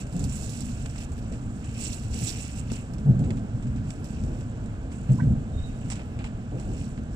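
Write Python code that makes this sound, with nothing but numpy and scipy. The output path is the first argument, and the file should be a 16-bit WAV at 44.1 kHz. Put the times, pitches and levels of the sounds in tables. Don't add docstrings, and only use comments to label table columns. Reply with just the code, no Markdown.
import sys
import numpy as np
from scipy import signal
from scipy.fft import rfft, irfft
from scipy.io import wavfile
from scipy.ndimage import uniform_filter1d

SR = 44100
rng = np.random.default_rng(int(sys.argv[2]) if len(sys.argv) > 2 else 0)


def transcribe(u):
    v = np.clip(np.atleast_2d(u).T, -1, 1)
    q = np.round(v * 32767).astype(np.int16)
    wavfile.write(sys.argv[1], SR, q)


def amplitude_ratio(level_db):
    exponent = np.asarray(level_db, float) / 20
    return 10 ** exponent


N = 315315
TAPS = 4096


def table(points, hz):
    f, v = np.transpose(points)
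    return np.interp(np.log(hz + 1), np.log(f), v)


def colour(x, points, read=amplitude_ratio):
    gain = read(table(points, np.arange(TAPS // 2 + 1) * SR / TAPS))
    cepstrum = irfft(np.log(gain))
    cepstrum[1:TAPS // 2] *= 2
    cepstrum[TAPS // 2 + 1:] = 0
    impulse = irfft(np.exp(rfft(cepstrum)))
    return signal.oaconvolve(x, impulse[None], axes=1)[:, :N]


def unit(x):
    return x / np.sqrt(np.mean(x ** 2))


def noise(shape):
    return unit(colour(rng.standard_normal((2, N)), shape))


def walk(rate):
    hold = int(SR / rate)
    steps = np.repeat(rng.standard_normal(N // hold + 1), hold)
    return uniform_filter1d(uniform_filter1d(steps, hold), hold)[:N]


def curve(rows):
    s, *columns = np.transpose(rows)
    return [np.interp(np.arange(N) / SR, s, c) for c in columns]


def add(out, s, x):
    i = int(s * SR)
    out[..., i:i + x.shape[-1]] += x[..., :N - i]


def apart(s, rise_s, fall_s):
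    t = np.arange(N) / SR - s
    return np.where(t < 0, -t / max(rise_s, .01), t / max(fall_s, .01))


# [pitch_hz, level_db]
SWAY = [(10, -11.5), (25, 8.5), (55, 12.5), (80, 12), (120, -16.5), (600, -110)]
BOOM = [(30, -40.5), (65, -22), (90, -2.5), (125, 1), (175, -7), (235, -3), (290, -13), (400, -45),
        (1500, -110)]
ROAR = [(100, -47.5), (200, -27), (300, -0.5), (390, -8.5), (437, -5), (500, -9), (650, -12), (800, -13.5),
        (1000, -26.5), (1400, -56), (4000, -110)]
VENTS = [(200, -72), (600, 5), (900, 1.5), (1600, 1), (1900, -8.5), (2900, -11.5), (4500, -15.5),
         (5700, -17.5), (7700, -11), (9500, -27), (11500, -38), (15500, -43)]
# [peak_s, sway_rise_db, floor_rise_db, settle_s]
LURCHES = [(0.24, 10.5, 9, 0.052), (0.38, 3, 3, 0.13), (0.8, 2, 1, 0.31), (1.55, -1, 1, 0.079),
           (1.17, 4.5, -0.5, .08), (1.87, 4, 0.5, 0.12), (2.13, 10, 3, 0.032), (2.31, 5, -0.5, 0.055),
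           (2.9, 1.5, 1, 0.31), (3.25, 7.5, 7, .18), (3.68, 5.5, 4, 0.084), (3.84, 3, 2, .06),
           (4.24, 5.5, 4, .12), (4.68, 4, 4.5, 0.075), (5.14, 6, -0.5, 0.042), (5.22, 1, 7, 0.089),
           (5.3, 14.5, 5, .07), (5.42, 4.5, 2.5, .08), (5.57, 9.5, 2.5, 0.059), (5.67, 9, 0.5, .09),
           (6.72, 5.5, 1.5, 0.15), (7.05, 5.5, 0, 0.083)]


def rolling():
    sway_rise_db, floor_rise_db = np.zeros(N), np.zeros(N)
    for s, sway_db, floor_db, settle_s in LURCHES:
        lurch = np.exp(-apart(s, 0.9 * settle_s, settle_s) ** 2)
        sway_rise_db += sway_db * lurch
        floor_rise_db += floor_db * lurch
    sway = noise(SWAY) * amplitude_ratio(-38.5 + sway_rise_db + 0.5 * walk(24))
    boom = noise(BOOM) * amplitude_ratio(-34.5 + floor_rise_db + 1.58 * walk(14))
    roar = noise(ROAR) * amplitude_ratio(-48 + 0.54 * floor_rise_db + 2.1 * walk(12))
    vents = noise(VENTS) * amplitude_ratio(-50.5 + 0.36 * walk(13))
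    return sway + boom + roar + vents


# [peak_s, level_db, rise_s, fall_s]
STROKES = [(0.0, -40, .03, 0.033), (0.23, -47, 0.12, .06), (0.36, -42, .1, 0.26), (0.59, -43.5, 0.27, 0.18),
           (0.82, -50, 0.25, 0.19), (1.01, -46, 0.074, 0.046), (1.35, -57, 0.71, 0.6),
           (1.69, -52.5, 0.11, .2), (1.84, -36.5, 0.075, 0.099), (1.935, -41.5, 0.029, 0.066),
           (2.05, -51, 0.17, 0.14), (2.16, -41, 0.047, .1), (2.29, -30.5, .1, 0.05),
           (2.39, -40, 0.09, 0.14), (2.59, -45, 0.081, .04), (2.76, -44.5, .08, 0.074),
           (2.95, -65, 0.056, 0.068), (3.28, -61, 0.096, 0.45), (3.9, -53.5, 0.046, 0.14),
           (4.07, -53.5, 0.039, .35), (4.41, -55.5, 0.12, 0.034), (4.925, -56, 0.016, .13),
           (5.14, -54, 0.081, 0.14), (5.68, -58, 0.25, .3), (5.89, -54.5, .07, 0.17),
           (6.25, -55, 0.015, 0.029), (6.59, -56.5, 0.031, .15), (6.81, -50, .15, 0.12),
           (7.15, -59, .06, .1)]


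def rubbing():
    power = amplitude_ratio(-64.5) ** 2
    for s, db, rise_s, fall_s in STROKES:
        power = power + amplitude_ratio(db - 10 * apart(s, rise_s, fall_s) ** 1.33) ** 2
    return 10 * np.log10(power)


# [start_s, level_db]
SNAPS = [(0.068, -49), (0.125, -44), (0.166, -41), (0.194, -37), (0.241, -34), (0.2952, -38), (0.325, -38),
         (0.361, -36), (0.434, -37.5), (0.494, -33), (0.606, -33), (0.651, -44), (0.694, -44), (0.899, -46),
         (0.981, -40), (1.0344, -41), (1.119, -45), (1.179, -46.5), (1.927, -31.5), (2.0353, -41),
         (2.144, -40), (2.19, -36), (2.584, -40), (2.718, -34), (2.936, -47), (2.983, -48), (3.1931, -48),
         (4.0434, -42), (5.12, -49)]
# [start_s, level_db, dull_db, length_s]
CREASES = [(0.858, -41, -5.5, 0.013), (0.958, -45.5, -3.5, 0.016), (1.3224, -45, -6, 0.033),
           (1.643, -44.5, -10, 0.02), (1.692, -46, -12, 0.037), (2.7, -44.5, -5, 0.013),
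           (3.239, -45.5, -8, 0.033), (3.3049, -43, 2, 0.0098), (3.37, -49, -7, 0.019),
           (3.6247, -46, -11, 0.026), (3.669, -47, -8, 0.014), (3.761, -50.5, -6, 0.036),
           (3.9042, -32.5, -11.5, 0.0056), (4.237, -46, -11, 0.018), (4.4074, -43.5, -12, 0.01),
           (4.658, -51, -12, 0.014), (4.918, -48.5, -2.5, 0.031), (5.09, -50.5, -3, 0.024),
           (5.901, -31.5, -12.5, 0.029), (5.916, -44, -5, 0.028), (5.955, -43.5, -6, 0.028),
           (5.993, -52, 1.5, 0.034), (6.19, -54, 7, 0.036), (6.2415, -46, 0.5, 0.039),
           (6.598, -44.5, -9, 0.021), (6.976, -57.5, 6, 0.016)]


def folding():
    folds = []
    for s, db in SNAPS:
        folds.append((s, 1 / SR, 0.023, db, -57.5, -54, db - 12))
    for s, db, dull_db, length_s in CREASES:
        folds.append((s, 0.0006, length_s, db, db + dull_db + 4.5, db + dull_db + 4.5, -75))
    envelopes, t = np.zeros((4, N)), np.arange(SR // 5) / SR
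    for s, attack_s, length_s, *parts_db in folds:
        tick = 0.8 * np.exp(-t / 0.0015)
        crinkle = 0.5 * np.exp(-(t / max(length_s, 0.003)) ** 2)
        attack = np.minimum((t + 1 / SR) / attack_s, 1) ** 2
        add(envelopes, s, np.outer(amplitude_ratio(np.array(parts_db)), (tick + crinkle) * attack))
    return envelopes


def slips():
    grains = amplitude_ratio(0.41 * rng.exponential(size=N)) * (rng.random(N) < 2500 / SR)
    return unit(signal.lfilter([1], [1, -.985], grains))


# [pitch_hz, level_db]
CLOTH = [(2000, -61.5), (3400, -11.5), (4400, -6), (4950, -7.5), (5600, -1), (6300, -7.5), (8000, -47)]
PORT = [(4500, -52.5), (6300, -9.5), (7100, -0.5), (7800, 3), (8500, -6.5), (9500, -16), (10500, -45),
        (14000, -78)]
POCKET = [(900, -58), (1900, -13), (2400, -10), (2650, -2.5), (2950, -8.5), (3500, -17), (6000, -57)]
FOLD = [(600, -69), (1600, -4), (2300, -1.5), (3500, -6.5), (5000, -10), (12000, -83)]
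KNOCK = [(200, -44), (500, -3), (850, 4.5), (1500, -2.5), (2100, -12), (6000, -85)]
SHEEN = [(5000, -61.5), (8500, -6.5), (9500, -4), (11500, -13), (15500, -13.5)]
# [time_s, gain_db]
POCKET_MOUTH = [(0, -0.5), (0.5, -3.5), (0.8, 0), (1.05, 3), (1.2, 0), (1.6, -5), (1.66, 7), (1.85, 0.5),
                (2.3, 0), (2.55, 1), (2.8, 3.5), (3.0, 0.5), (4.4, 0.5), (5.5, 0.5), (6.3, 5.5),
                (7.15, -2.5)]


def cloth():
    rubbing_db = rubbing()
    snap, dull, knock, snap_sheen = folding()
    bright = np.hypot(snap, amplitude_ratio(rubbing_db + 0.5))
    pocket = amplitude_ratio(-50 + 0.85 * (rubbing_db + 41) + curve(POCKET_MOUTH)[0])
    pocket = np.hypot(pocket, dull * amplitude_ratio(-4.5))
    sheen = np.hypot(snap_sheen, amplitude_ratio(rubbing_db - 12))
    layers = [(bright * amplitude_ratio(-5.5), CLOTH), (bright, PORT), (pocket, POCKET),
              (dull, FOLD), (knock, KNOCK), (sheen, SHEEN)]
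    out = np.zeros((2, N))
    for envelope, shape in layers:
        out += envelope * amplitude_ratio(1.6 * walk(25)) * slips() * noise(shape)
    return out


# [hit_s, level_db, panel_hz, rattle_db, swell_s]
THUMPS = [(0.149, -20, 179, -25, 0.02), (1.325, -33.5, 242, -10, 0.014), (2.048, -26.5, 110, -26, 0.019),
          (2.217, -19.5, 121.5, -25, 0.017), (3.064, -11.5, 142, -26, 0.022), (3.091, -9, 132, -43, 0.019),
          (3.2, -15.5, 149.5, -25.5, 0.03), (3.291, -20, 99.6, -23, 0.014), (3.538, -22, 115.4, -28, 0.024),
          (3.656, -22, 134.8, -42, 0.032), (4.222, -22, 93.2, -43, 0.029),
          (5.013, -24.5, 117.4, -29, 0.019), (5.097, -8.5, 136.3, -31.5, 0.025),
          (5.223, -15.5, 153.6, -39, 0.024), (5.274, -14, 114.7, -31.5, 0.017),
          (5.314, -18.5, 205, -46, 0.012), (5.848, -24.5, 119.7, -25, 0.014), (6.167, -25, 118, -24, 0.023),
          (6.528, -23, 130.5, -17.5, 0.035), (6.68, -24, 123, -21, 0.026),
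          (6.975, -29.5, 234.8, -18.5, 0.037)]


def thumps():
    boom, shudder, shake = np.zeros((3, N))
    t = np.arange(SR // 2) / SR
    for s, db, hz, rattle_db, swell_s in THUMPS:
        phase = 2 * np.pi * rng.random(2)
        x = t / max(swell_s, .005)
        swell = (x * np.exp(1 - x)) ** 2.16
        turn = 2 * np.pi * hz * (t - 0.52 * t ** 2)
        panel = np.sin(turn + phase[0]) + 0.32 * np.sin(1.47 * turn + phase[1])
        start_s = s - 0.012
        add(boom, start_s, amplitude_ratio(db - 3.5) * swell * panel)
        add(shudder, start_s, amplitude_ratio(db - 15) * np.minimum(x, 1) * np.exp(-t / 0.088))
        add(shake, start_s, amplitude_ratio(db + rattle_db) * swell ** 0.27)
    return boom + shudder * noise(BOOM) + 1.2 * shake * noise(ROAR)


# [time_s, pitch_hz, level_db]
SQUEAKS = [
    [(5.525, 3705, -69), (5.59, 3725, -63), (5.61, 3735, -69), (5.632, 3750, -61), (5.655, 3730, -70),
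     (5.68, 3730, -76)],
    [(5.62, 3760, -66), (5.645, 3840, -58), (5.685, 3800, -65), (5.72, 3770, -78), (5.75, 3760, -72),
     (5.83, 3800, -80)],
    [(4.115, 4730, -75), (4.142, 4715, -70), (4.17, 4720, -78)],
]


def squeaks():
    out, t = np.zeros(N), np.arange(N) / SR
    for rows in SQUEAKS:
        hz, db = curve(rows)
        edge = np.clip(np.minimum(t - rows[0][0], rows[-1][0] - t) / 0.016, 0, 1)
        level = amplitude_ratio(db + 11.5 + 3.5 * walk(70))
        turn = 2 * np.pi * np.cumsum(hz + 22 * walk(150)) / SR
        out += edge * level * np.sin(turn)
    return out


# [pitch_hz, level_db, t60_s]
LATCH = [(963, 12, 0.059), (1120, -5, 0.072), (1440, -7, 0.059), (1545, -0.5, 0.15), (1735, -3, 0.067),
         (1930, -6, 0.082), (2264, -8.5, 0.057)]


def latch():
    out, t = np.zeros(N), np.arange(SR // 3) / SR
    for hz, db, t60 in LATCH:
        attack = np.minimum(t / 0.0029, 1)
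        ring = amplitude_ratio(-39 + db - 60 * t / t60) * np.sin(2 * np.pi * hz * t) * attack
        mode_s = 5.183 + (hz - 900) * 1.7e-5
        for delay_s in 0.007 * np.arange(3) * rng.random(3):
            add(out, mode_s + delay_s, ring)
    return out * (1 + 0.5 * walk(500))


def finger_tap(left):
    t = np.arange(SR // 50) / SR
    add(left, 2.7185, amplitude_ratio(-16) * np.sin(2 * np.pi * 330 * t) * np.exp(-t / 0.0018))


# [pitch_hz, gain_db]
PALM = [(60, 0), (200, -1), (400, -2), (700, -1), (950, -7), (1400, -9), (1800, -3), (2400, 1.8),
        (3000, 0.1), (4000, -10), (5500, -24), (7500, -29), (9000, -29), (15000, -25)]
LIKENESS = [(30, 0.87), (120, 0.95), (250, 1), (500, 1), (700, 0.84), (900, 1), (1700, 0.51), (2100, 0.25),
            (16000, 0.28)]


def covered_port(shared, other):
    late = np.roll(shared, int(0.00012 * SR), axis=1)
    alike = colour(late, LIKENESS, lambda c: np.sqrt(np.clip(c, .01, .99)))
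    unlike = colour(other, LIKENESS, lambda c: np.sqrt(1 - np.clip(c, .01, .99)))
    return colour(alike + unlike, PALM)


def scene():
    cabin = rolling() + cloth() + thumps() + squeaks() + latch()
    shared, other = np.split(cabin, 2)
    left = covered_port(shared, other)
    finger_tap(left)
    return np.vstack([left, shared])


def band_limit(x):
    return signal.sosfilt(signal.butter(12, 15910, fs=SR, output="sos"), x)


def record(dry):
    low_pass = signal.ellip(10, 0.2, 60, 15350, fs=SR, output="sos")
    return band_limit(signal.sosfilt(low_pass, dry))


dry = scene()
out = record(dry)
transcribe(out)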